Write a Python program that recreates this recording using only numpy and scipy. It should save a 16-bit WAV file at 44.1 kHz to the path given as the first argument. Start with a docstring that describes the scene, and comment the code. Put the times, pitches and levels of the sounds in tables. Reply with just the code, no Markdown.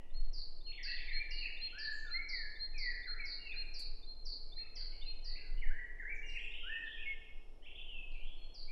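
"""Songbirds in a bare wood.

A tit repeats a pip, a pure whistle and a falling buzz twice a second. Further off, a thrush sings fluted
glides and hoarse slurs, and small birds add thin calls. Each note is one gliding syrinx tone; trunks
scatter it into a short tail. One dry tick. Beneath: far traffic, a hum, air rumble on the microphone."""
import sys
import numpy as np
from scipy import signal
from scipy.fft import rfft, irfft, next_fast_len
from scipy.io import wavfile
from scipy.ndimage import uniform_filter1d, map_coordinates

SR = 44100
rng = np.random.default_rng(int(sys.argv[2]) if len(sys.argv) > 2 else 0)


def master(y):
    """Save y as 16-bit WAV."""
    cut = np.clip(np.atleast_2d(y).T, -1, 1)
    pcm = np.round(cut * 32767)  # scale
    wavfile.write(sys.argv[1], SR, pcm.astype(np.int16))


N = 384111

# distant traffic and leaves: f/Hz, relative density/dB
HUSH_SPECTRUM = [(36, -1.5), (51, 9), (78, -11), (110, -8.5), (155, -18), (300, -11), (480, -14),
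                 (750, -16.5), (1150, -25.5), (1600, -33), (3000, -33.5), (8000, -43.5), (11700, -43.5),
                 (12400, -61)]
# far hum: t/s, level/dB
HUM_ENVELOPE = [(0, -95.5), (2.5, -82), (3, -77.5), (4.4, -77.5), (5, -81), (5.8, -74.5), (7.2, -76.5),
                (8.7, -88.5)]
# gusts on the microphone: peak t/s, half-width/s, level/dB
AIR_GUSTS = [(.22, .06, -27), (1.2, .2, -47), (5.55, .05, -32), (5.73, .09, -28), (7.08, .06, -39)]
# air rumble: f/Hz, relative density/dB
AIR_SPECTRUM = [(4, -33), (9, 3.5), (15, 1), (21, 4), (29, -23), (38, -40), (80, -54.5), (200, -103.5)]
# tit phrases: whistle t/s, whistle level/dB, whistle f/Hz, pip level/dB, buzz t/s, buzz level/dB
TIT_PHRASES = [ (0.132, -56, 4276, -76, .329, -51.5), (0.641, -48.5, 4290, -67.5, .828, -45.5),
               (1.119, -42.5, 4236, -56, 1.305, -48.5), (1.602, -41.5, 4216, -61.5, 1.783, -48),
               (2.102, -40, 4208, -63.5, 2.285, -47), (2.588, -41, 4220, -62.5, 2.777, -46),
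               (3.063, -43, 4212, -63, 3.251, -48), (3.55, -43.5, 4208, -58, 3.738, -49),
               (4.061, -50.5, 4200, -62.5, 4.252, -48.5), (4.554, -44.5, 4214, -57.5, 4.753, -49.5),
               (5.05, -46.5, 4200, -54, 5.242, -51.5)]
# tit pip: t/s from onset, f/Hz, relative level/dB
PIP_SHAPE = [(0, 3600, -13.5), (.01, 3540, 0.5), (.018, 3670, 4), (.026, 3780, -7.5)]
# tit whistle: t/s from onset, nominal f/Hz, relative level/dB
WHISTLE_SHAPE = [(0, 4010, -22), (.015, 4130, -7), (.036, 4210, 0), (.06, 4220, -.5), (.073, 4210, -1.5),
                 (.082, 4200, -11)]
# tit buzz: t/s from onset, nominal f/Hz, relative level/dB
BUZZ_SHAPE = [(0, 5850, -12), (.005, 5550, -6), (.01, 5080, -3), (.016, 4730, -.5), (.045, 4570, -1),
              (.075, 4420, .5), (.098, 4390, -1), (.11, 4400, -12)]
# fluted notes: t/s, length/s, start f/Hz, mid f/Hz, end f/Hz, relative level/dB, swell/dB,
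# echo send/dB, roughness
THRUSH_NOTES = [ (0.848, 0.1, 1507, 1903, 1920, -51.5, 12.5, 5, 0.46),
                (1.07, 0.067, 2386, 2010, 1660, -50, -3.5, 6.5, 0.46),
                (1.164, 0.073, 2113, 2342, 2320, -43, 6.5, -0.5, 0),
                (1.31, 0.09, 2790, 2842, 2870, -52, -2.5, 3.5, 0.2),
                (1.409, 0.055, 2900, 2467, 1590, -50, -9.5, 7.5, 0.54),
                (1.723, 0.18, 1334, 1763, 1636, -51, 19, 2, 0.38),
                (2.137, 0.16, 1994, 2230, 2240, -48.5, -10, 0, 0.19),
                (2.302, 0.17, 2220, 1848, 1667, -49.5, -10, 0, 0.31),
                (2.739, .16, 2586, 2107, 1916, -49, 14.5, 4, .1),
                (3.194, 0.069, 2397, 2210, 2213, -44, 7, -5, 0),
                (3.386, .145, 2778, 2760, 2306, -56, 13.5, 5, 0.13),
                (5.219, 0.15, 1797, 1958, 2043, -73, 18, 10, 0.15),
                (5.618, 0.04, 2250, 2020, 1640, -47.5, -1.5, 1, 1.08),
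                (5.699, 0.14, 1447, 1897, 1892, -51.5, 10.5, 3, 0.45),
                (5.987, .057, 2188, 1776, 1483, -52.5, -7, 6.5, 0.74),
                (6.043, .095, 1550, 2172, 2337, -47.5, 12.5, 3, 0.2),
                (6.228, .1, 2794, 2806, 2741, -53.5, 5, 6, 0.02),
                (6.332, .052, 2808, 2390, 1625, -48, -7, 4.5, 0.7),
                (6.628, 0.072, 1340, 1490, 1760, -54.5, 17, -1, 0.4),
                (6.686, 0.2, 1740, 1850, 1695, -47, -2, -0.5, 0.45),
                (7.054, 0.091, 2178, 2187, 2132, -44, -5, -10.5, 0.08),
                (7.879, 0.15, 3010, 2735, 2530, -51.5, 3, -1.5, 0.32),
                (8.674, 0.051, 2205, 2360, 2460, -59.5, 11, 8, 0.4)]
# hoarse slurs: t/s, length/s, start f/Hz, end f/Hz, relative level/dB
THRUSH_SLURS = [ (0.661, 0.04, 3100, 2480, -60), (0.714, .024, 1887, 3990, -52.5),
                (0.749, 0.021, 3700, 2690, -59.5), (0.774, 0.035, 2320, 1820, -48.5),
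                (0.862, .04, 2535, 2795, -52), (0.91, 0.021, 2740, 3770, -57.5),
                (0.963, .018, 3980, 2680, -51), (0.967, .035, 2800, 2035, -52.5),
                (1.608, 0.06, 3600, 2450, -60.5), (1.668, 0.064, 2457, 3250, -59.5),
                (1.752, 0.053, 3010, 2114, -61), (2.042, 0.072, 1540, 1335, -61.5),
                (2.09, 0.029, 2070, 2930, -65.5), (2.095, 0.03, 1323, 1380, -62.5),
                (2.907, 0.028, 1940, 1570, -50.5), (3.054, 0.05, 1820, 1222, -57.5),
                (3.088, 0.071, 1260, 1460, -68), (3.131, 0.035, 1517, 2034, -60.5),
                (3.173, .028, 1652, 2734, -51.5), (3.518, 0.037, 2350, 1370, -58),
                (4.574, 0.022, 1570, 2870, -61), (4.597, .078, 2620, 2570, -67.5),
                (4.601, 0.079, 1380, 1237, -79.5), (4.754, 0.032, 2365, 1750, -64.5),
                (4.759, 0.027, 3460, 2840, -62.5), (4.788, 0.057, 1590, 1490, -75),
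                (4.918, 0.029, 2074, 2410, -65), (4.921, 0.022, 3150, 2680, -62),
                (5.003, 0.087, 3090, 2430, -63.5), (5.351, .028, 2035, 2930, -54),
                (5.375, 0.12, 1735, 1430, -73.5), (5.571, 0.029, 2930, 2960, -62),
                (6.088, 0.025, 2310, 2850, -65), (6.378, 0.034, 2660, 3460, -55.5),
                (6.409, 0.041, 2340, 2987, -48), (6.498, 0.031, 2950, 3930, -58.5),
                (6.53, 0.029, 2530, 3264, -48), (6.599, 0.092, 3176, 2804, -52),
                (6.709, 0.04, 2800, 2496, -48.5), (6.841, 0.013, 4540, 3700, -68),
                (6.856, 0.036, 3650, 3460, -60.5), (6.865, 0.1, 2947, 3375, -56),
                (6.971, 0.075, 2353, 2954, -55.5), (7.62, 0.051, 1880, 2335, -73.5),
                (7.621, 0.044, 2904, 3560, -62.5), (7.654, 0.028, 2220, 3220, -55),
                (7.746, 0.027, 3020, 3720, -55.5), (7.769, 0.034, 2420, 3300, -52.5),
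                (7.85, 0.038, 3150, 3094, -54), (8.115, 0.017, 4960, 3340, -67),
                (8.135, 0.034, 2917, 2176, -61), (8.171, 0.093, 2600, 3270, -61),
                (8.25, 0.061, 3350, 3364, -62.5)]
# echo of an earlier phrase dying in the trees: f/Hz, relative density/dB
LINGER_SPECTRUM = [(1400, -35), (1750, -9.5), (1950, 6), (2250, -15.5), (2550, -2.5), (2950, 0),
                   (3250, -20), (4000, -34)]
# faint far calls: t/s, length/s, start f/Hz, end f/Hz, level/dB
FAR_GLIDES = [ (3.605, 0.038, 8900, 7030, -88), (4.458, 0.18, 2326, 2270, -83.5),
              (5.477, 0.39, 8000, 7540, -102), (5.988, 0.075, 7200, 6000, -94),
              (6.143, 0.04, 7530, 4930, -76), (6.257, 0.042, 6050, 5320, -68),
              (6.287, 0.021, 5650, 3500, -63.5), (6.257, .24, 7880, 7500, -87.5),
              (6.786, 0.032, 8000, 7300, -92), (8.364, 0.16, 4260, 4305, -75)]
# thin buzzy call: t/s, f/Hz, relative level/dB
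HIGH_BUZZ_SHAPE = [(1.92, 7340, -70.5), (1.98, 7100, -77), (2.0, 6040, -72), (2.03, 6900, -103)]
# one trill note: t/s from onset, f/Hz, relative level/dB
TRILL_SHAPE = [(0, 5650, -76.5), (.02, 5320, -71), (.04, 5200, -75.5)]
# dry tick: f/Hz, relative density/dB
TICK_SPECTRUM = [(2000, -20), (3200, -8), (5500, -3), (7500, 0), (9800, 0), (12000, -8), (13000, -21),
                 (16000, -26)]


def undb(db):
    """Decibels to gain."""
    return 10 ** (np.asarray(db) / 20)


def noise(spectrum):
    """Unit-rms noise shaped by (f/Hz, density/dB) rows."""
    hz, db = np.transpose(spectrum)
    size = next_fast_len(N)
    bins_hz = np.maximum(np.fft.rfftfreq(size, 1 / SR), 1)
    gain = undb(np.interp(np.log(bins_hz), np.log(hz), db))
    shaped = irfft(rfft(rng.standard_normal(size)) * gain, size)[:N]
    return shaped / np.sqrt(np.mean(shaped ** 2))


def wander(t, rate_hz):
    """Smooth random curve, spread near 1."""
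    knots = rng.standard_normal(1024)
    return map_coordinates(knots, [t * rate_hz], order=3, mode="wrap")


def glide(length_s, start_hz, end_hz, mid_hz=None, swell_db=0,
          edge_db=-9.5, attack_s=.014, release_s=.017):
    """Note shape (t/s, f/Hz, level/dB): one pitch arc under attack, sloping hold and release."""
    u = np.linspace(0, 1, 41)
    t = u * length_s
    bow_hz = 0 if mid_hz is None else mid_hz - (start_hz + end_hz) / 2
    hz = start_hz + (end_hz - start_hz) * u + bow_hz * (1 - (2 * u - 1) ** 2)
    edges = np.maximum(1 - t / attack_s, 0) ** 2 + np.maximum(1 - (length_s - t) / release_s, 0) ** 2
    return np.column_stack([t, hz, swell_db * (u - .5) + edge_db * edges])


def syrinx(track, shape, at_s=0, db=0, pitch_ratio=1, swing_hz=0, flutter_hz=222.7,
           waver=.0086, waver_rate_hz=130, tremor_db=0):
    """Add one gliding tone to track. Regular flutter makes it buzz; quick random waver, hoarse."""
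    times_s, pitch_hz, level_db = np.transpose(shape)
    t = np.arange(max(int((times_s[-1] - times_s[0]) * SR), 256)) / SR
    hz = pitch_ratio * uniform_filter1d(np.interp(t + times_s[0], times_s, pitch_hz), size=256)
    flutter = np.sin(2 * np.pi * np.cumsum(flutter_hz * (1 + .07 * wander(t, 60))) / SR)
    hz = hz * (1 + waver * wander(t, waver_rate_hz)) + swing_hz * flutter
    fades = np.sin(np.pi / 2 * np.clip(np.minimum(t, t[-1] - t) / .004, 0, 1)) ** 2
    envelope_db = db + np.interp(t + times_s[0], times_s, level_db) + tremor_db * wander(t, 106.8)
    tone = np.sqrt(2) * fades * undb(envelope_db) * np.sin(2 * np.pi * np.cumsum(hz) / SR)
    start = int(np.clip((at_s + times_s[0]) * SR, 0, N))
    track[start:start + len(tone)] += tone[:N - start]


def echoes(x, wet_db, t60_s, build_s, cutoff_hz=16000):
    """Uneven, low-passed scatter from trunks and branches; builds, then decays. 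No direct sound."""
    t = np.arange(int(1.5 * SR)) / SR
    scatter = rng.standard_normal(len(t)) * undb(2 * wander(t, 90))
    response = scatter * (1 - np.exp(-t / build_s)) * undb(-60 * t / t60_s)
    lowpass = signal.butter(10, cutoff_hz, fs=SR, output="sos")
    response = signal.sosfilt(lowpass, response / np.linalg.norm(response))
    return undb(wet_db) * signal.fftconvolve(x, response)[:N]


def background(hush_db=-63, hum_hz=432.6, air_db=-41):
    """Hush of traffic and leaves, a wavering far hum, air pressing on the microphone."""
    t = np.arange(N) / SR
    hush = noise(HUSH_SPECTRUM) * undb(hush_db + .6 * wander(t, 1.5))
    hum = np.sqrt(2) * np.sin(2 * np.pi * np.cumsum(hum_hz + 3 * wander(t, 14)) / SR)
    hum *= undb(np.interp(t, *np.transpose(HUM_ENVELOPE)) + 2 * wander(t, 8))
    gusts = sum(undb(db) * np.exp(-((t - peak_s) / width_s) ** 2) for peak_s, width_s, db in AIR_GUSTS)
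    return hush + hum + noise(AIR_SPECTRUM) * (undb(air_db) + gusts)


def tit(pip_lead_s=.038, send_pivot_db=-42, send_slope=.41, buzz_spread=.012, swing_hz=255):
    """Pip, whistle and falling buzz, nearly alike in every phrase."""
    direct, send, buzzes = np.zeros((3, N))
    for whistle_s, whistle_db, whistle_hz, pip_db, buzz_s, buzz_db in TIT_PHRASES:
        ratio = whistle_hz / WHISTLE_SHAPE[2][1]
        syrinx(direct, WHISTLE_SHAPE, whistle_s, whistle_db, ratio, waver=.001)
        # head turns vary the direct whistle more than the sound sent into the trees
        send_db = send_pivot_db + send_slope * (whistle_db - send_pivot_db)
        syrinx(send, WHISTLE_SHAPE, whistle_s, send_db, ratio, waver=.0037)
        for track in (direct, send):
            syrinx(track, PIP_SHAPE, whistle_s - pip_lead_s, pip_db)
        ratio = 1 + buzz_spread * rng.uniform(-1, 1)
        syrinx(buzzes, BUZZ_SHAPE, buzz_s, buzz_db, ratio, swing_hz, waver=.008, tremor_db=1.5)
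    syrinx(buzzes, BUZZ_SHAPE, at_s=8.54, db=-55.5, swing_hz=swing_hz)  # lone late buzz
    tail = echoes(send, wet_db=-8.5, t60_s=.95, build_s=.015)
    # near twigs scatter the buzz's bright start; far trunks return only its lower part
    twigs = echoes(buzzes, wet_db=-3.5, t60_s=.37, build_s=.005)
    trunks = echoes(buzzes, wet_db=-2.5, t60_s=.82, build_s=.015, cutoff_hz=4950)
    return direct + tail + buzzes + twigs + trunks


def thrush(note_trim_db=-.5, slur_trim_db=-1.5, linger_db=-71.5, linger_fall_db_per_s=33):
    """Fluted glides and hoarse slurs from deeper in the wood, heard largely as echoes."""
    direct, send, slurs = np.zeros((3, N))
    for at_s, length_s, start_hz, mid_hz, end_hz, db, swell_db, send_db, roughness in THRUSH_NOTES:
        note = glide(length_s, start_hz, end_hz, mid_hz, swell_db)
        waver = .0033 + .034 * roughness
        syrinx(direct, note, at_s, db + note_trim_db, waver=waver, waver_rate_hz=250, tremor_db=3)
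        syrinx(send, note, at_s, db + send_db, waver=waver, waver_rate_hz=250, tremor_db=2)
    for at_s, length_s, start_hz, end_hz, db in THRUSH_SLURS:
        slur = glide(length_s, start_hz, end_hz)
        syrinx(slurs, slur, at_s, db + slur_trim_db, waver=.024, waver_rate_hz=450, tremor_db=2)
    note_tail = echoes(send, wet_db=-1.5, t60_s=1.0, build_s=.0058)
    linger = noise(LINGER_SPECTRUM) * undb(linger_db - linger_fall_db_per_s * np.arange(N) / SR)
    slur_tail = echoes(slurs, wet_db=6, t60_s=1.05, build_s=.008)
    return direct + note_tail + linger + slurs + slur_tail


def small_birds(trill_start_s=6.42, trill_end_s=7.65, trill_rate_hz=11.7):
    """Thin wavering calls, a high buzz and an even trill, far off."""
    calls = np.zeros(N)
    for at_s, length_s, start_hz, end_hz, db in FAR_GLIDES:
        call = glide(length_s, start_hz, end_hz)
        syrinx(calls, call, at_s, db, waver=.0066, waver_rate_hz=470, tremor_db=.5)
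    syrinx(calls, HIGH_BUZZ_SHAPE, db=-3, swing_hz=380, waver=.025, waver_rate_hz=400)
    for at_s in np.arange(trill_start_s, trill_end_s, 1 / trill_rate_hz):
        syrinx(calls, TRILL_SHAPE, at_s, db=-16.5, waver=.018)
    return calls + echoes(calls, wet_db=4, t60_s=.6, build_s=.006)


def tick(at_s=3.792, gain_db=-50, attack_s=.003, decay_s=.0091):
    """Short bright tsik call among the branches."""
    t = np.maximum(np.arange(N) / SR - at_s, 0)
    envelope = (1 - np.exp(-t / attack_s)) * np.exp(-t / decay_s)
    tsik = undb(gain_db) * noise(TICK_SPECTRUM) * envelope
    return tsik + echoes(tsik, wet_db=-8, t60_s=.2, build_s=.008)


def scene():
    """Birds and air at one microphone."""
    return (tit() + thrush() + small_birds() + tick() + background())[None]


def record(dry):
    """Steep low-pass on the top treble."""
    cutoff_hz = 15800
    return signal.sosfilt(signal.ellip(8, .2, 70, cutoff_hz, fs=SR, output="sos"), dry)


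dry = scene()
out = record(dry)
master(out)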